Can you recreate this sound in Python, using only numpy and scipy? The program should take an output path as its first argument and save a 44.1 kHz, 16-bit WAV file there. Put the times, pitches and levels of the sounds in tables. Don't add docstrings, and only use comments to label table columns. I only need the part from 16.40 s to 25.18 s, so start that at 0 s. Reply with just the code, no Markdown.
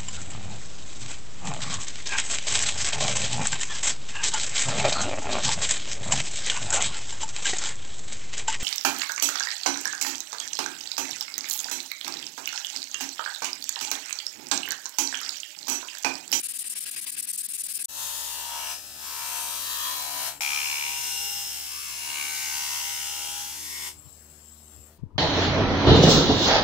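import sys
import numpy as np
from scipy import signal
from scipy.fft import irfft
from scipy.io import wavfile
from scipy.ndimage import uniform_filter1d

SR = 44100
rng = np.random.default_rng(int(sys.argv[2]) if len(sys.argv) > 2 else 0)


def persist_wave(psi):
    counts = np.round(np.clip(psi, -1, 1) * 32767).astype(np.int16)
    wavfile.write(sys.argv[1], SR, np.atleast_2d(counts).T)


def volts_from_decibels(level):
    exponent = np.asarray(level, float) / 20
    return 10 ** exponent


N = 387193
FRAME = 1024
HZ = np.fft.rfftfreq(FRAME, 1 / SR)[:, None]


def power_of(db):
    return volts_from_decibels(2 * np.asarray(db))


def read(points, hz=HZ):
    f, value = np.transpose(points)
    return np.interp(np.log(hz + 1), np.log(f + 1), value)


def bump(hz, width):
    return 1 / (1 + (2 * (HZ - hz) / width) ** 2) ** 2


def lifts(modes):
    return 1 + sum((power_of(db) - 1) * bump(f, w) for f, w, db in modes)


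def unit(power, lo_hz=0, hi_hz=30000):
    return power * len(HZ) / (power * ((HZ >= lo_hz) & (HZ < hi_hz))).sum(0)


def spectra(x):
    return signal.stft(x, SR, nperseg=FRAME, noverlap=FRAME * 3 // 4)[1:]


def noise(size):
    return spectra(rng.standard_normal((2, size)))[1]


def grit(shape, spread_db):
    x = rng.standard_normal(shape) * volts_from_decibels(spread_db * np.minimum(rng.exponential(1, shape[-1]), 4.5))
    return x / x.std()


def patchy(frames, across, size):
    field = rng.standard_normal((frames, len(HZ)))
    field = uniform_filter1d(uniform_filter1d(field, across, 0), size, 1).T
    return field / field.std()


def heard(z, power, same, left, size):
    likeness = np.clip(read(same), -np.sqrt(.5), 1)
    left_gain = volts_from_decibels(read(left))
    lag_phase = 2 * np.pi * HZ * 4e-5
    pair = np.array([left_gain * z[0] * np.exp(-1j * lag_phase),
                     likeness * z[0] + np.sqrt(1 - likeness ** 2) * z[1]])
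    mean_gain = np.sqrt(1 + left_gain ** 2 + 2 * likeness * left_gain * np.cos(lag_phase)) / 2
    pair *= np.sqrt(power) / mean_gain
    return signal.istft(pair, SR, nperseg=FRAME, noverlap=FRAME * 3 // 4)[1][:, :size]


QUIET_START_S = 8.584
# hz, relative level_db
QUIET_SPECTRUM = [(40, 9), (300, 1), (600, -11), (790, -18), (950, -4.5), (1200, -21), (1450, -24),
                  (2200, -29), (6500, -38), (16000, -47)]
# peak_s, level_db, swell_s
RUBS = [(8.6, -71, 0.018), (8.71, -64, 0.013), (8.76, -65, .014)]
# hz, width_hz, relative level_db
RUB_RING = [(950, 130, 0.), (1210, 150, -2)]
# hz, left-right likeness (clipped to -0.71..1)
PORT_LIKENESS = [
    [(60, 2), (380, 0.7), (2380, 0.2), (15000, -0.26)],
    [(60, -3.5), (380, 0.68), (2380, 0.24), (15000, -0.06)],
    [(60, -1), (240, 1.25), (950, 0.09), (3770, 0.5), (15000, -0.42)],
    [(60, 1), (15000, 0)],
]
# hz, left over right level_db
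PORT_BALANCE = [
    [(60, 0.58), (150, 1.4), (380, 2.6), (950, 9.7), (2380, 6.5), (5980, 1.9), (9500, 7), (15000, 13)],
    [(60, -20), (130, -11), (290, -8), (640, 6.5), (1410, 5), (3100, -2), (6820, 8), (15000, 10)],
    [(60, 0.5), (130, 1.0), (290, 0.55), (640, 3.4), (1410, 7.7), (3100, 4.5), (6820, 1.4), (9500, 6.8),
     (15000, 3.5)],
    [(100, 7.1), (1000, 7.1), (15000, 4.4)],
]


def quiet_spot():
    s = np.arange(round(QUIET_START_S * SR), N) / SR

    def placed(power):
        return heard(noise(len(s)), power, PORT_LIKENESS[3], PORT_BALANCE[3], len(s))

    bed = volts_from_decibels(-70) * placed(unit(power_of(read(QUIET_SPECTRUM)), 700))
    ring = placed(unit(sum(power_of(db) * bump(f, w) for f, w, db in RUB_RING)))
    hiss = volts_from_decibels(-73) * placed(unit(bump(3000, 9000))) * np.clip((8.63 - s) / .03, 0, 1)
    swells = sum(volts_from_decibels(db) * np.exp(-((s - at) / swell) ** 2) for at, db, swell in RUBS)
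    return bed + hiss + ring * swells


# peak_s, level_db, base pitch_hz (swept from 0.72 up to 1.52 times), swell_s, left over right level_db
THUMPS = [(4.6, -50, 119, 0.013, -8), (7.582, -52, 129, 0.022, -10), (7.67, -47, 109.5, 0.034, 16),
          (8.391, -50, 90, 0.041, 18), (8.595, -45, 149.6, 0.0056, 17), (8.637, -25.5, 140.4, 0.0078, 20),
          (8.665, -37.5, 95.4, 0.012, 13), (8.761, -30, 103.6, 0.012, 18)]


def thumps():
    out = np.zeros((2, N))
    for (at, db, hz, rise, left_db), phase in zip(THUMPS, rng.random((len(THUMPS), 2))):
        t = np.arange(-.08, min(.12, N / SR - at), 1 / SR)
        size = np.exp(np.where(t < 0, t / rise, -t / (0.92 * rise)))
        turns = np.cumsum(hz * (0.72 + 0.8 * size ** 3)) / SR
        wave = np.sin(2 * np.pi * (turns + phase[0]))
        wave = wave + 0.15 * size * np.sin(2 * np.pi * (2.3 * turns + phase[1]))
        pair = np.array([wave, np.roll(wave, round(0.0027 * SR))])
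        ports = 2 / (1 + volts_from_decibels([[-left_db], [left_db]]))
        thump = volts_from_decibels(db) * ports * uniform_filter1d(size, 150) * pair
        part = out[:, round((at - .08) * SR):][:, :len(t)]
        part += thump[:, :part.shape[1]]
    return out


# start_s, end_s, hiss level_db, first bite over the hiss level_db, blade rasp level_db
STROKES = [(0.0, 0.017, -36, 5.5, -51), (0.033, 0.072, -31.5, -3, -51.5), (0.088, 0.124, -33.5, 1.5, -52.5),
           (0.139, 0.177, -36, 1, -52.5), (0.189, 0.231, -32.5, 1.5, -57), (0.243, 0.285, -36.5, -2, -50.5),
           (0.297, 0.34, -34, 2, -56.5), (0.356, 0.394, -33.5, -3, -47.5), (0.406, 0.448, -37, 4.5, -58),
           (0.46, 0.5, -37.5, 1, -46), (0.513, 0.551, -39, 6.5, -54), (0.563, 0.603, -35.5, 0.5, -44.5),
           (0.614, 0.651, -36.5, 1, -56), (0.666, 0.706, -34, -2.5, -46), (0.721, 0.755, -37, 4, -58),
           (0.768, 0.81, -32, -9, -46.5), (0.827, 0.856, -36, 5, -58), (0.873, 0.918, -31, -7, -51.5),
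           (0.933, 0.963, -35.5, 5.5, -63), (0.979, 1.021, -32, 2.5, -56.5),
           (1.034, 1.068, -33, -1.5, -57.5), (1.09, 1.125, -37, 4, -60), (1.136, 1.17, -33, 1.5, -53.5),
           (1.18, 1.222, -34, -2, -57.5), (1.238, 1.273, -34.5, 5.5, -59), (1.286, 1.328, -35, 0, -51.5),
           (1.34, 1.381, -30.5, -1, -58), (1.391, 1.429, -33.5, -5, -49.5), (1.444, 1.459, -28, -1, -60)]
# hz, relative level_db
PAPER = [(2060, -49), (3500, -13.5), (5040, -10), (6200, -9), (7530, -2.5), (8220, 2.5), (9440, 5),
         (12800, -7), (16000, -7)]
# hz, base width_hz (played 1.6 times wider), relative level_db
RASP = [(1652, 35, 7.5), (1935, 22, 7), (2700, 560, 4.5), (4970, 290, 2.5)]
# hz, relative level_db
SHOP = [(30, -48), (60, -14), (100, -15), (240, 0), (400, -15), (900, -20), (1700, -9), (5000, -1.5),
        (16000, -34)]


def sanding():
    size = round(1.47 * SR)
    s = np.arange(size) / SR
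    same, left = PORT_LIKENESS[0], PORT_BALANCE[0]
    start, end, hiss_db, early_db, rasp_db = np.transpose(STROKES)
    knots = np.ravel([start + 0.038 * (end - start), start + 0.37 * (end - start)], "F")
    hiss_level = volts_from_decibels(np.interp(s, knots, np.ravel([hiss_db + early_db, hiss_db], "F")))
    rasp_level = volts_from_decibels(np.interp(s, knots, np.ravel([rasp_db + 3, rasp_db], "F")))
    inside = np.max([np.minimum((s - a + 0.0016) / 0.0026, (b - s) / 0.0013) for a, b in zip(start, end)], 0)
    speed = 1 / (1 + np.exp(-1.5 * inside))

    t, z = spectra(grit((2, size), spread_db=1.5))
    paper = power_of(read(PAPER) + 2.2 * patchy(len(t), 5, size=25))
    hiss = heard(z, unit(paper, 5200), same, left, size) * hiss_level * (speed + volts_from_decibels(-39.0))
    catch = uniform_filter1d(rng.standard_normal(size), size=90)
    hiss = hiss * volts_from_decibels(1.3 * catch / catch.std())

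    modes = sum(power_of(db) * bump(f, 1.6 * w) for f, w, db in RASP) + power_of(-1.0) * bump(3860, 4200)
    modes = modes * power_of(2.5 * patchy(len(t), 8, size=10))
    rasp = heard(noise(size), unit(modes, 1200, 5160), same, left, size)
    rasp *= rasp_level * (speed + volts_from_decibels(-11.))

    room = heard(noise(size), power_of(-54) * unit(power_of(read(SHOP))), same, left, size)
    return (hiss + rasp + room) * np.clip((end[-1] - 0.001 - s) / 0.0028, 0, 1)


# hz, share
REPEATS = [(100, 0.22), (800, 0.95), (3000, 0.69), (7000, 0.56), (15000, 0.4)]


def rim(turns, s, drift_per_s, high_spot, repeat):
    track = drift_per_s * (s - s[0])
    steps = rng.standard_normal((2, 2, int(track[-1]) + 2, 300))
    phase = 2 * np.pi * rng.random((2, 1, 300)) + np.cumsum(steps[0], 1)
    rows = irfft(volts_from_decibels(1.8 * steps[1]) * np.exp(1j * phase), 2400)
    at, row, part = (turns % 1 * 2400).astype(int), track.astype(int), track % 1
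    swell = np.exp(high_spot * np.cos(2 * np.pi * turns))
    returning = ((1 - part) * rows[:, row, at] + part * rows[:, row + 1, at]) * swell
    fresh = grit(returning.shape, spread_db=1.3)
    t, (a, b) = spectra(np.array([returning / returning.std(), fresh]))
    share = np.clip(repeat * read(REPEATS), 0, 1)
    return t + s[0], np.sqrt(share) * a + np.sqrt(1 - share) * b


# shaft tone level_db, bench rumble level_db, wheel whirr level_db
MOTOR = [(-62, -74, -50.5), (-57.5, -70, -53)]
# multiple of the turn rate, relative level_db, gain in dB for each turn a second lost
SHAFT = [(1, -0.5, 0), (2, -15, 2.5), (3, -10.5, -3.5), (4, -12.5, 1.9), (5, -13.5, -1.4), (6, -19, -0.6)]
# hz, relative level_db
RUMBLE = [(30, -35), (60, -5), (110, -8), (300, -14.5), (480, -24.5), (700, -14), (1300, -41)]
# hz, relative level_db
WHIRR = [(300, -12), (500, -11), (1500, -17), (4000, -19), (9000, -18), (11000, -19.5), (16000, -15.5)]
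# hz, width_hz, lift_db
WHINES = [(5280, 230, 9.5), (6450, 150, 10.5), (7625, 440, 21), (9120, 330, 9), (12900, 620, 7.5)]
# hz, left-right likeness
MOTOR_LIKENESS = [(60, 0.27), (300, 1), (900, 0.49), (4000, .1)]
# hz, left over right level_db
MOTOR_BALANCE = [(60, 4.5), (130, 2.1), (290, 2.0), (640, 4.5), (1410, 4.4), (3100, 1.9), (6820, 20),
                 (15000, 11)]
HUM_SAG_DB = [-0.48, -2]
MOTOR_IN_S = [0.18, .01]
MOTOR_OUT_S = [0.0026, 0.042]


def motor(k, s, speed, turns):
    start, end, _ = PASSES[k]
    shaft_db, rumble_db, whirr_db = MOTOR[k]
    t, z = rim(turns, s, drift_per_s=12.0, high_spot=0.31, repeat=0.46)
    rumble = power_of(rumble_db) * unit(power_of(read(RUMBLE)), 95, 480)
    whirr = unit(lifts(WHINES) * power_of(read(WHIRR)))
    whirr = whirr * power_of(2.4 * patchy(len(t), 14, size=8))
    whirr = whirr / lifts(WHINES) ** np.clip((t - 8.47) / 0.065, 0, 1)
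    whirr = whirr * power_of(whirr_db - 2.4 * np.clip((t - 8.47) / 0.2, 0, 1))

    lost = 75.67 - speed
    waver_db = 3 * patchy(len(t), 30, size=1)
    tones = 0
    for (m, db, load_db), w in zip(SHAFT, waver_db):
        level_db = db + load_db * lost + (m > 1) * np.interp(s, t, w)
        tones = tones + volts_from_decibels(level_db) * np.sin(2 * np.pi * (m * turns + rng.random()))
    hum = np.sqrt(2) * volts_from_decibels(shaft_db + HUM_SAG_DB[k] * lost) * tones * volts_from_decibels([[1.5], [-1.5]])

    edge = 1 - np.clip(np.minimum((s - start) / MOTOR_IN_S[k], (end - s) / MOTOR_OUT_S[k]), 0, 1)
    return (hum + heard(z, rumble + whirr, MOTOR_LIKENESS, MOTOR_BALANCE, len(s))) * volts_from_decibels(-5 * edge)


# start_s, end_s, pitch_hz, full lift_db
SINGS = [(1.48, 2.35, 944, 6.5), (1.84, 2.35, 2830, 9), (2.13, 2.36, 2280, 12.5), (2.88, 3.16, 720, 9),
         (2.66, 3.155, 973, 9), (2.56, 3.2, 2300, 7), (3.24, 3.94, 993, 12.5), (3.24, 3.54, 1800, 11),
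         (3.3, 3.65, 3280, 8.5), (3.49, 3.98, 2230, 14.5), (3.59, 4.02, 723, 11), (3.998, 4.55, 2280, 7.5),
         (3.96, 4.6, 2400, 9), (3.94, 4.9, 2810, 2.5), (3.993, 4.3, 3200, 11), (5.68, 5.92, 2750, 5.5),
         (4.65, 4.97, 1470, 9), (5.25, 5.698, 2620, 7.5), (5.647, 6.2, 1545, 12), (5.7, 6.1, 2330, 10),
         (5.947, 6.6, 2060, 11), (5.9, 6.75, 1910, 10.5), (3.997, 4.3, 1270, 8.5), (7.24, 7.52, 2170, 6),
         (7.2, 7.52, 1900, 14.5), (1.55, 2.13, 6750, 8.5), (1.42, 1.86, 9700, 7), (2.1, 2.9, 5130, 9.5),
         (2.74, 3.25, 8320, 8), (2.9, 3.95, 11600, 6.5), (3.1, 4.1, 3950, 7.5), (3.1, 3.7, 14300, 7),
         (3.3, 4.06, 5120, 8), (3.2, 3.8, 7400, 5), (4.55, 5.7, 5300, 3), (4.56, 5.2, 8360, 6),
         (5.7, 6.25, 6550, 6), (6.1, 6.75, 6350, 4), (6, 7.05, 7870, 4), (5.9, 6.7, 13200, 4)]


def singing(t):
    lift = 1
    for start, end, hz, db in SINGS:
        free = np.clip(np.minimum(t - start, end - t) / .22 + .5, 0, 1) ** 2
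        lift = lift + (power_of(db) - 1) * bump(hz, 45 + .03 * hz) * free
    return lift


# time_s, scrape level_db, how freely the blade flexes (0-1), low flexing pitch_hz, middle flexing pitch_hz
CONTACT = [
    [(1.49, -47.5, 0.16, 910, 2900), (1.59, -37.5, 0.4, 980, 3270), (1.97, -38.5, 0.38, 990, 3000),
     (2.13, -40.5, 0.88, 1000, 3300), (2.32, -37.5, 0.69, 950, 2700), (2.41, -47, 0.2, 810, 2770),
     (2.55, -47, 0.4, 780, 2920), (2.68, -40, 0.58, 1050, 2510), (2.96, -36.5, 0.65, 950, 2500),
     (3.2, -37, 0.34, 1030, 2770), (3.46, -36, 0.56, 1085, 2790), (3.68, -38, 0.54, 914, 2630),
     (3.88, -34.5, 0.66, 890, 2800), (3.94, -43, 0.83, 870, 2500), (4.0, -43, 1, 939, 2600)],
    [(4.01, -37, 0.94, 905, 2500), (4.15, -37.5, 0.92, 1050, 2500), (4.43, -37.5, 0.85, 950, 2570),
     (4.66, -36.5, 0.43, 930, 2600), (4.87, -37.5, 0.3, 890, 2900), (5.25, -41.5, 0.47, 830, 2700),
     (5.42, -41, 0.49, 1260, 2580), (5.59, -41.5, 0.57, 950, 2440), (5.79, -39, 0.91, 1055, 2500),
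     (5.97, -37, 0.43, 925, 2260), (6.15, -37.5, 0.7, 950, 2700), (6.38, -36.5, 0.66, 1040, 2750),
     (6.48, -37.5, 0.67, 900, 2810), (7.01, -40, 0.6, 915, 3100), (7.18, -43, 0.46, 950, 3000),
     (7.26, -41, 0, 980, 2600), (7.35, -41.5, 0.2, 1100, 2030), (7.48, -39.5, 0.52, 1040, 2100),
     (7.57, -63, 0.1, 900, 2200), (7.62, -60, .3, 900, 2200)],
]
# hz, relative level_db
SCRAPE = [
    [(240, -56), (450, -39), (706, -36), (1140, -19), (1800, -14), (2100, -17), (2600, -6.5), (4380, -4),
     (5120, -7.5), (9000, -4.5), (16000, -7.5)],
    [(240, -68), (400, -13.5), (650, -29), (931, -31), (2000, -10.5), (2770, -3.5), (4400, -5), (5790, -2),
     (10000, -6), (16000, -8.5)],
]
# hz, width_hz, lift_db (eased above 4 kHz under hard flexing)
BLADE = [
    [(609.4, 33, 13), (717, 230, 5), (1286, 130, 6.5), (1780, 180, 7.5)],
    [(810, 45, 12.5), (957.4, 33, 9.5), (2171, 59, 8.5), (2530, 150, -11), (2805, 19, 10.5),
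     (5276, 250, 6.5), (6690, 220, 3)],
]
# level_db over the scrape when held stiff, dB gained when free
FLEX_DB = [
    [(-18.5, 15.5), (-23, 17.5), (-23, 18), (-7.5, 0.5)],
    [(-18.5, 13.5), (-22, 25), (-19, 6), (-13, 4.5)],
]
FLEX_WIDTH_HZ = [310, 750, 533, 2260]
RING_HZ = [1460, 5940]
THROB_HZ = [1900, 3800]
THROB_DEPTH = [.4, .85]


def blade_on_wheel(k, s, turns):
    t, z = rim(turns, s, drift_per_s=6.0, high_spot=.09, repeat=1.0)
    at, *columns = np.transpose(CONTACT[k])
    scrape_db, free, low_hz, middle_hz = (np.interp(t, at, c) for c in columns)
    flex_db = [scrape_db + stiff_db + gain_db * free for stiff_db, gain_db in FLEX_DB[k]]
    press = np.clip((flex_db[1] + 38.5) / 10.0, 0, 1)
    rings = 1 + (lifts(BLADE[k]) - 1) * (1 - press * (HZ > 4000))
    power = power_of(scrape_db) * unit(rings * power_of(read(SCRAPE[k])), 8380)
    for db, hz, width in zip(flex_db, [low_hz, middle_hz, *RING_HZ], FLEX_WIDTH_HZ):
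        power += power_of(db) * unit(rings * bump(hz, width))

    shimmer_db = 1.6 * patchy(len(t), 60, size=3)
    shimmer_db = shimmer_db + 1.5 * np.minimum(HZ / 4000, 1) * patchy(len(t), 70, size=11)
    power *= singing(t) * power_of(shimmer_db)
    lifted = np.clip((at[-1] - t) / 0.11, 0, 1) ** 2
    blade = heard(z, lifted * power, PORT_LIKENESS[k + 1], PORT_BALANCE[k + 1], len(s))

    middle = signal.sosfiltfilt(signal.butter(2, THROB_HZ, "bandpass", fs=SR, output="sos"), blade)
    depth = THROB_DEPTH[k] * np.interp(s, t, np.clip(3 * free - 1.6, 0, 1))
    throb = np.exp(depth * np.cos(2 * np.pi * turns)) / np.sqrt(np.i0(2 * depth))
    return blade + middle * (throb - 1)


# start_s, end_s, rise_s
PASSES = [(1.482, 4.006, .01), (4.007, 8.582, .001)]
# time_s, turns per s
SPEED = [
    [(1.5, 73.6), (1.94, 73.3), (2.15, 72.2), (2.27, 72.4), (2.38, 73.9), (2.47, 74.0), (2.98, 71.6),
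     (3.16, 72.7), (3.64, 71.4), (3.85, 69.9), (3.98, 71.4)],
    [(4.02, 70.7), (4.29, 72.2), (4.44, 72.4), (4.66, 73.6), (4.91, 73.9), (5.54, 73.7), (5.79, 72.6),
     (7.5, 75.2), (7.54, 75.7), (7.58, 75.6)],
]


def buffing(k):
    start, end, rise = PASSES[k]
    s = np.arange(start, end, 1 / SR)
    speed = np.interp(s, *np.transpose(SPEED[k]))
    turns = np.cumsum(speed) / SR
    fade = np.clip(np.minimum((s - start) / rise, (end - s) / 0.0013), 0, 1)
    return (blade_on_wheel(k, s, turns) + motor(k, s, speed, turns)) * fade


def scene():
    mix = volts_from_decibels(-116.0) * rng.standard_normal((2, N)) + thumps()
    starts = (0, PASSES[0][0], PASSES[1][0], QUIET_START_S)
    for start, part in zip(starts, (sanding(), buffing(0), buffing(1), quiet_spot())):
        mix[:, round(start * SR):][:, :part.shape[1]] += part
    return mix


def top_cut(x):
    return signal.sosfilt(signal.butter(12, 16450, fs=SR, output="sos"), x)


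def record(dry):
    low_pass = signal.firwin(401, 15650, window=("kaiser", 8), fs=SR)
    finished = signal.oaconvolve(dry, low_pass[None], "same")
    return top_cut(finished)


dry = scene()
out = record(dry)
persist_wave(out)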